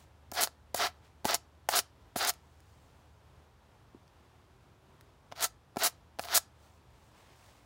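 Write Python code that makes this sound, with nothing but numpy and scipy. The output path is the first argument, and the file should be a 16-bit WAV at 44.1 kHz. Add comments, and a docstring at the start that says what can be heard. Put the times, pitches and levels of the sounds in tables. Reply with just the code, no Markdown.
"""Two wire pet brushes card a clump of hair, close to a microphone outdoors: five strokes, a pause, three more.
Each stroke starts with a knock of ringing plastic heads and rasps as hairs stick and slip on the pins.
It ends in a spray of wire clicks as the last wires spring free; single snaps are pins that catch and let go.
Sleeves and loose hair rustle in bunched tiny catches. The yard adds early echoes and a faint tail.
Behind it are far traffic made of coloured noise, a low wavering hum and a passing drone."""
import sys
import numpy as np
from scipy import signal
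from scipy.fft import rfft, irfft
from scipy.io import wavfile
from scipy.ndimage import uniform_filter1d

SR = 44100
rng = np.random.default_rng(int(sys.argv[2]) if len(sys.argv) > 2 else 0)


def generate_wav(sig):
    """Save sig (samples, or channels by samples) to the path in sys.argv[1] as 16-bit PCM at SR."""
    pcm = np.round(np.clip(np.atleast_2d(sig).T, -1, 1) * 32767).astype(np.int16)
    wavfile.write(sys.argv[1], SR, pcm)


N = 337365
TIME = np.arange(N) / SR

# The strokes of the brush; a light graze leads into the last one. The dB of touch, drag and spray set the force,
# before the gains of the rasp and the wires.
# Each row: pads touch in s, swell to full drag in s, length until the pads part in s, closing spray in s,
# time to fade by 60 dB in s, wires skating at the touch in dB, drag through the hair in dB, spray of wires in dB,
# lift of the low body in dB, lift of the top fizz at the end of the stroke in dB.
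STROKES = [(.332, 0.048, 0.11, .032, 0.06, -44.5, -29.5, -27, 0.5, 0.5),
           (0.756, 0.053, 0.11, .018, 0.08, -37.5, -27, -43, -1.5, -2),
           (1.256, .036, .097, .014, 0.043, -39, -29, -33.5, 0, -0.5),
           (1.696, 0.041, 0.099, 0.04, 0.04, -38, -27.5, -26.5, -2, -0.5),
           (2.163, 0.048, 0.14, 0.031, 0.0228, -36.5, -29, -29, -2, -1),
           (5.352, 0.075, 0.1, 0.028, 0.0567, -70.5, -32, -27.5, -2.5, -2),
           (5.781, .04, .091, 0.037, 0.05, -43.5, -28.5, -25, -1, -0.5),
           (6.207, .045, 0.045, .005, 0.07, -49.5, -44.5, -47.5, 6.5, 2),
           (6.266, .07, 0.11, .028, 0.04, -76, -29.5, -21.5, -4.5, 1)]
# The ways the plastic head rings. Each row: pitch in Hz before the grip shifts it, relative level in dB,
# time to fade by 60 dB in s.
HEAD = [(430, -22, 0.016), (718, -2.5, 0.011), (746.7, -1.5, 0.018), (960, -12.5, 0.023),
        (1240, -14.5, 0.029), (1320, -8.5, 0.032), (1650, -10.5, 0.038), (2160, -23, 0.011),
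        (2720, -16.5, 0.025)]
# Colour of one wire flick. Each row: frequency in Hz, relative level in dB.
FLICK = [(50, -42.5), (170, -12.5), (330, -8.5), (750, 1), (1500, -3.5), (2600, -5), (5000, 4), (7200, 3.5),
         (9000, 1), (10800, 3), (13000, -2), (15800, 2)]
# Colour of a tuft of hair plucked or crushed. Each row: frequency in Hz, relative level in dB.
PLUCK = [(50, -49), (200, -20.5), (450, -8), (800, 0.5), (1400, 1.5), (2400, -4), (3300, -4.5), (4800, -4),
         (6200, -11), (8500, -22), (16000, -32)]


def gain_of(db):
    """Turns decibels into amplitude."""
    return 10 ** (np.asarray(db) / 20)


def evened(x):
    """Scales a sound to rms 1."""
    return x / np.sqrt(np.mean(x ** 2) + 1e-20)


def unit(x):
    """Scales a sound to energy 1."""
    return x / np.linalg.norm(x)


def read(points, hz):
    """Reads a curve of (Hz, value) between its points, on a log-frequency axis."""
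    f, value = np.transpose(points)
    return np.interp(np.log(hz + 1), np.log(f + 1), value)


def level(points):
    """Turns a curve of (s, dB) into a gain for every sample."""
    return gain_of(np.interp(TIME, *np.transpose(points)))


def add(mix, s, sound):
    """Mixes a sound in at s seconds."""
    part = mix[max(round(s * SR), 0):][:len(sound)]
    part += sound[:len(part)]


def through(x, response):
    """Passes x through an impulse response, so that each sample of x sets off a copy of it."""
    return signal.oaconvolve(x, response)[:len(x)]


def click(spectrum, size=4096):
    """Makes a click of a given colour, packed as early as that colour allows (minimum phase), energy 1."""
    hz = abs(np.fft.fftfreq(size, 1 / SR))
    log_gain = np.log(gain_of(read(spectrum, hz)))
    early = np.fft.ifft(np.exp(np.conj(signal.hilbert(log_gain)))).real
    return unit(early[:size // 2])


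def noise(spectrum):
    """Makes steady noise of a given colour, rms 1."""
    hz = np.fft.rfftfreq(N, 1 / SR)
    white = rfft(rng.standard_normal(N))
    return evened(irfft(white * gain_of(read(spectrum, hz)), N))


def wander(rate):
    """Drifts slowly by chance, rms 1, up to about rate changes a second."""
    hz = np.fft.rfftfreq(N, 1 / SR)
    white = rfft(rng.standard_normal(N))
    return evened(irfft(white / (1 + (hz / rate) ** 4), N))


def surge(peak_s, rise_s, fall_s):
    """Makes a rounded swell that peaks at gain 1."""
    edge_db = -11.5  # reached one rise before the peak and one fall after it
    away = (TIME - peak_s) / np.where(TIME < peak_s, rise_s, fall_s)
    return gain_of(edge_db * np.minimum(away ** 2, 20))


def catches(per_s, spread_db, clump_db, clump_rate, size=700):
    """Tiny releases of uneven size, bunched as rows of pins let go; the hand keeps their mean power steady."""
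    uneven_db = spread_db * np.minimum(rng.exponential(1, N), 4)
    strength = gain_of(uneven_db + clump_db * wander(clump_rate))
    train = strength * rng.choice([-1, 1], N) * (rng.random(N) < per_s / SR)
    mean_power = abs(uniform_filter1d(train ** 2, size))  # over a window of size samples
    return train / np.sqrt(mean_power + 1e-3)


def ring(modes, grip=1, size=4096):
    """One blow on plastic; the grip shifts its modes a little. A small body radiates little below its modes."""
    t = np.arange(size) / SR
    motion = sum(gain_of(db - 60 * t / t60) * np.sin(2 * np.pi * hz * grip * t) for hz, db, t60 in modes)
    low_cut = signal.butter(3, .75 * modes[0][0], "high", fs=SR, output="sos")
    return unit(signal.sosfilt(low_cut, motion))


def cluster(colour, t60, lead_db=-12, size=1024):
    """One pin lets go with a sharp click and its neighbours follow within a few milliseconds."""
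    t = np.arange(size) / SR
    followers = unit(rng.standard_normal(size) * gain_of(-60 * t / t60) * (t > 0))
    releases = gain_of(lead_db) * (t == 0) + followers
    return unit(through(releases, colour))


def strokes():
    """Each stroke skates, sinks in, drags, sprays and parts. Returns the force on the hair and on the wires."""
    swell_db, sag_db_per_s = 24.5, 44.5  # the drag builds as the pins sink in, and sags as the hair thins out
    touch_s, skate_s, skate_fade_s = .004, 0.026, .07  # tips land, skate over each other, are muffled by hair
    muffled_db = -13.5  # wires buried in hair, relative to the drag
    spray_rise_s, spray_relief_db = 0.0074, -1  # bare wires meet at the pad's edge and take load off the hair
    hair, wires, t = np.zeros(N), np.zeros(N), np.arange(SR // 2) / SR
    for s, swell_s, length_s, spray_s, fade_s, skate_db, drag_db, spray_db, _, _ in STROKES:
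        parting = gain_of(-60 * np.maximum(t - length_s, 0) / fade_s)
        contact = np.minimum(t / touch_s, 1) * parting
        yet_to_swell_db = swell_db * np.maximum(1 - t / swell_s, 0)
        sagged_db = sag_db_per_s * np.maximum(t - swell_s, 0)
        pull = gain_of(drag_db - yet_to_swell_db - sagged_db)
        skate = gain_of(skate_db - 60 * np.maximum(t - skate_s, 0) / skate_fade_s)
        bare = gain_of(-60 * np.maximum(length_s - spray_s - t, 0) / spray_rise_s)
        muffled = gain_of(muffled_db) * pull
        spray = gain_of(spray_db) * bare
        add(hair, s, contact * pull * gain_of(spray_relief_db * bare))
        add(wires, s, contact * np.sqrt(skate ** 2 + muffled ** 2 + spray ** 2))
    return hair, wires


def drag(force):
    """Hairs stick and slip on the pins: a dense rasp, part of which rings the head."""
    # Colour of one slip of a hair. Each row: frequency in Hz, relative level in dB.
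    slip_colour = [(50, -51), (170, -27.5), (300, -13), (430, -5.5), (540, -12), (720, 1.5), (1000, -5.5),
                   (1400, -2.5), (2600, -10.5), (4500, -6), (6000, -12), (8000, -25), (16000, -36.5)]
    slips = catches(per_s=6000, spread_db=3.0, clump_db=1.0, clump_rate=330, size=500)
    rasp = through(force * slips, click(slip_colour))
    blows = catches(per_s=2400, spread_db=6.5, clump_db=0.6, clump_rate=220)
    hollow = through(force * blows, ring(HEAD))
    return gain_of(-2.0) * rasp + gain_of(-15) * hollow


def wire_flick(ring_db, t60, count=14, size=1024):
    """A click of wire on wire and the brief ring of the few pins that it touches."""
    t = np.arange(size) / SR
    hz, phase = rng.uniform(3500, 16000, (count, 1)), rng.random((count, 1))
    tones = np.sin(2 * np.pi * (hz * t + phase)).sum(0)
    pin_ring = unit(tones * gain_of(-60 * t / t60))
    hit = np.pad(click(FLICK), (0, size))
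    return unit(through(hit, (t == 0) + gain_of(ring_db) * pin_ring))


def pins(force, count=12):
    """Wires flick past each other, in several patches of the pad that each have their own ring."""
    train = force * catches(per_s=6000, spread_db=1.5, clump_db=2.5, clump_rate=76, size=400)
    patch = rng.integers(0, count, N)
    flicks = sum(through(train * (patch == k), wire_flick(ring_db=-9, t60=0.016)) for k in range(count))
    return gain_of(-0.5) * flicks


def pressed(x, body_hz, fizz_hz):
    """Firm strokes drive the whole cushion; light ones only graze the tips of the pins."""
    fizz_db_per_s = 33.5  # the top fizz dulls as a stroke goes on
    body_db, fizz_db = np.zeros((2, N))
    for s, _, length_s, *_, low_db, top_db in STROKES:
        now = TIME >= s  # holds until the next stroke
        time_left = np.maximum(s + length_s - TIME[now], 0)
        body_db[now] = low_db
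        fizz_db[now] = top_db + fizz_db_per_s * time_left
    body = signal.sosfiltfilt(signal.butter(2, body_hz, fs=SR, output="sos"), x)
    fizz = signal.sosfiltfilt(signal.butter(2, fizz_hz, "high", fs=SR, output="sos"), x)
    return x + (gain_of(body_db) - 1) * body + (gain_of(fizz_db) - 1) * fizz


def snaps():
    """Rows of pins catch in the hair and let go; levels are rms over 5 ms."""
    # Each row: start in s, snap of the wires in dB before a trim of -1.5 dB,
    # pluck of the hair in dB before a trim of -7 dB.
    releases = [(.3165, -40, -51), (.408, -36, -40), (.4351, -22, -38), (0.4737, -45, -31.5),
                (1.309, -35.5, -30), (1.345, -20.5, -38), (1.79, -23.5, -29), (2.228, -35.5, -39),
                (2.249, -27.5, -37.5), (2.2937, -23, -37.5), (2.338, -52, -53), (2.604, -64.5, -62.5),
                (4.079, -78.5, -60), (5.01, -58.5, -53.5), (5.3625, -64, -47), (5.378, -57, -44),
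                (5.396, -54, -39), (5.408, -36, -38), (5.418, -35, -40), (5.443, -24, -43),
                (5.897, -49.5, -56), (6.238, -56, -38.5), (6.274, -61.5, -41), (6.286, -54, -35),
                (6.3435, -29.5, -46), (6.3553, -28.5, -37), (6.3767, -20, -23.5)]
    out = np.zeros(N)
    for s, wire_db, hair_db in releases:
        add(out, s, gain_of(wire_db - 1.5) * cluster(click(FLICK), t60=.011, lead_db=-6.5))
        add(out, s, gain_of(hair_db - 7) * cluster(click(PLUCK), t60=0.0047, lead_db=-7))
    return np.sqrt(.005 * SR) * out  # from energy 1 to rms over 5 ms


def pad(x):
    """The pad and its pins colour the sound in narrow resonances."""
    # Each row: frequency in Hz, width in Hz, lift in dB (below 0 is a dip).
    resonances = [(495, 35, -1), (640, 30, 5), (697, 34, 4.5), (1250, 54, 1.5), (1336, 47, 4.5),
                  (1540, 66, 0.5), (2003, 51, 3.5), (3098, 60, 3.5), (3800, 26, 5.5), (3990, 40, -0.5),
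                  (4780, 80, 2), (5210, 120, -0.5), (6080, 72, -3), (6740, 140, 3.5)]
    out = x
    for hz, width, db in resonances:
        band = signal.lfilter(*signal.iirpeak(hz, hz / width, SR), x)
        out = out + (gain_of(db) - 1) * band
    return out


def knocks(contact_s):
    """Head meets head through the hair, edge first, so the push is soft-edged; levels are rms over 5 ms."""
    # Each row: full knock in s, how much earlier the edge touches in s, grip as a factor on the head's pitches,
    # ring of the head in dB, thud of the cushion in dB, crunch of hair in dB, clash of pins in dB.
    meetings = [(0.3212, 0.0048, 1.03, -39, -42, -59.5, -55), (.7458, .002, 0.98, -28, -38, -36.5, -31),
                (1.253, 0.0072, 1.19, -24.5, -26, -32.5, -31), (1.689, 0.0011, 1.08, -23, -40, -33.5, -28),
                (2.161, 0.0029, 1, -28.5, -30.5, -37.5, -39.5),
                (5.3224, .0065, .96, -40, -47.5, -42.5, -59), (5.769, .009, 1.02, -29, -29, -41, -45),
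                (6.194, 0.0062, 1.03, -30, -39, -34.5, -40.5)]
    # Colour of a cushion thud. Each row: frequency in Hz, relative level in dB.
    thud_colour = [(20, -47), (50, -16.5), (110, -2.5), (250, 6), (420, 6.5), (700, -19.5), (2000, -36.5),
                   (8000, -72.5)]
    # The ways the handle rings. Each row: pitch in Hz, relative level in dB, time to fade by 60 dB in s.
    handle_modes = [(218, -12, 0.023), (281, 5, .04), (340, 3, 0.061), (960, -7, 0.037)]
    edge_db = -11.5  # the edge's touch, relative to the full knock
    bump_s, bump_db = 3.947, -46.5  # the grip shifts and bumps the handle
    out, t = np.zeros(N), np.arange(256) / SR
    push = t * np.exp(-t / contact_s)
    for s, lead_s, grip, ring_db, thud_db, crunch_db, clash_db in meetings:
        for at, force in (s - lead_s, gain_of(edge_db)), (s, 1):
            add(out, at, force * gain_of(ring_db) * unit(through(ring(HEAD, grip), push)))
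            add(out, at, force * gain_of(crunch_db) * cluster(click(PLUCK), t60=.018))
            add(out, at, force * gain_of(clash_db) * cluster(click(FLICK), t60=.022))
        add(out, s, gain_of(thud_db) * click(thud_colour))
    add(out, bump_s, gain_of(bump_db) * ring(handle_modes))
    return np.sqrt(.005 * SR) * out  # from energy 1 to rms over 5 ms


def yard(x, size=16384):
    """The body and the boarded wall throw back early echoes; the yard adds a faint, short tail."""
    # Each row: frequency in Hz, time for the tail to fade by 60 dB in s.
    tail_t60 = [(200, .2), (1500, 0.25), (5000, 0.21), (10000, 0.16), (16000, 0.095)]
    hz, t, z = signal.stft(rng.standard_normal(size), SR, nperseg=256)
    fade = gain_of(-60 * t / read(tail_t60, hz)[:, None])
    tail = signal.istft(z * fade, SR, nperseg=256)[1]
    t = np.arange(len(tail)) / SR
    tail = unit(tail * (1 - np.exp(-t / 0.014)))  # the tail builds up gently
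    sparse = rng.standard_normal(len(t)) * (rng.random(len(t)) < .02) * (t > .002)
    early = unit(sparse * gain_of(-60 * t / 0.038))
    return x + through(x, gain_of(-27.5) * tail + gain_of(-13.5) * early)


def rustle():
    """Fibres of the coat and of the loose hair catch in uneven surges as the arms move."""
    # Colours of wool and of loose hair. Each row: frequency in Hz, relative level in dB.
    wool_colour = [(200, -9), (500, 3), (850, 7), (1300, 0.5), (2000, 1), (4500, -6.5), (8000, -14),
                   (16000, -26.5)]
    hair_colour = [(200, -20), (2000, -6.5), (4500, -0.5), (8000, -0.5), (12000, -11), (16000, -6)]
    # Surges of soft noise; the levels wander a little around these values. The first is a faint hiss already
    # fading # as the sound begins; the others are rustles that come as the arms move. # Each row: peak in s,
    # rise in s, fall in s, wool rubbing in dB, loose hair swishing in dB.
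    rustles = [(0, .05, 0.05, -66.5, -63.5), (1.05, 0.029, 0.068, -65, -78),
               (2.65, 0.35, 0.54, -80.5, -76), (4.101, 0.19, .6, -77.5, -91.5),
               (6.65, 0.081, 0.15, -74, -72), (7.0, 0.14, 0.2, -75.5, -75.5),
               (7.21, 0.098, 0.18, -64.5, -73), (7.47, 0.22, 0.22, -65, -68.5)]
    stir_db = -85.5  # the coat is never quite still
    wool = through(catches(per_s=4300, spread_db=1, clump_db=4, clump_rate=40), click(wool_colour))
    hair = through(catches(per_s=6700, spread_db=-2.5, clump_db=3.0, clump_rate=55), click(hair_colour))
    power = np.zeros((2, N))
    for s, rise_s, fall_s, wool_db, hair_db in rustles:
        power += (gain_of([[wool_db], [hair_db]]) * surge(s, rise_s, fall_s)) ** 2
    rub, swish = np.sqrt(power)
    rubbing = wool * (rub + gain_of(stir_db)) * gain_of(1.9 * wander(rate=14))
    swishing = hair * swish * gain_of(1.2 * wander(rate=10))
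    return rubbing + swishing


def hum(hz, drift_hz, waver_db):
    """A distant tone that wavers in pitch and strength, rms 1."""
    turns = np.cumsum(hz + drift_hz * wander(rate=6.6)) / SR
    return evened(np.sin(2 * np.pi * turns) * gain_of(waver_db * wander(rate=6)))


def background():
    """Far traffic as coloured noise, with a low hum and a faint drone that comes and goes."""
    # Colour of the traffic. Each row: frequency in Hz, relative level in dB.
    air_colour = [(15, -56.5), (25, -28), (56, -1), (74, -5.5), (97, -2), (120, -2.5), (185, -12.5),
                  (363, -14.5), (545, -16), (936, -15.5), (2110, -27), (3430, -28.5), (4140, -31.5),
                  (14800, -44), (16000, -45.5)]
    # Level of the low hum over time. Each row: time in s, level in dB.
    hum_level = [(0, -63), (3.4, -65.5), (3.8, -71), (5.6, -72), (6.2, -63.5), (7.65, -74.5)]
    air = gain_of(-62) * noise(air_colour) * gain_of(.7 * wander(rate=4))
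    low_hum = level(hum_level) * hum(76.4, drift_hz=.7, waver_db=1.3)
    drone = hum(377, drift_hz=16, waver_db=3)
    passing = surge(peak_s=4.65, rise_s=.7, fall_s=0.69)
    return air + low_hum + gain_of(-72.5) * passing * drone


def scene():
    """The brushes in the yard, over the rustling and the background."""
    hair, wires = strokes()
    carding = pressed(drag(hair) + pins(wires), body_hz=840, fizz_hz=10500)
    brushes = pad(carding + snaps()) + knocks(contact_s=0.00013)
    return (yard(brushes) + rustle() + background())[None]


def record(dry):
    """The microphone rolls off the deepest rumble; then the recorder cuts off the top of the treble."""
    edge_hz = 15900
    thin = signal.sosfilt(signal.butter(2, 32, "high", fs=SR, output="sos"), dry)
    band_limit = signal.firwin(511, edge_hz, window=("kaiser", 8), fs=SR)
    return signal.oaconvolve(thin, band_limit[None], "same")


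dry = scene()
out = record(dry)
generate_wav(out)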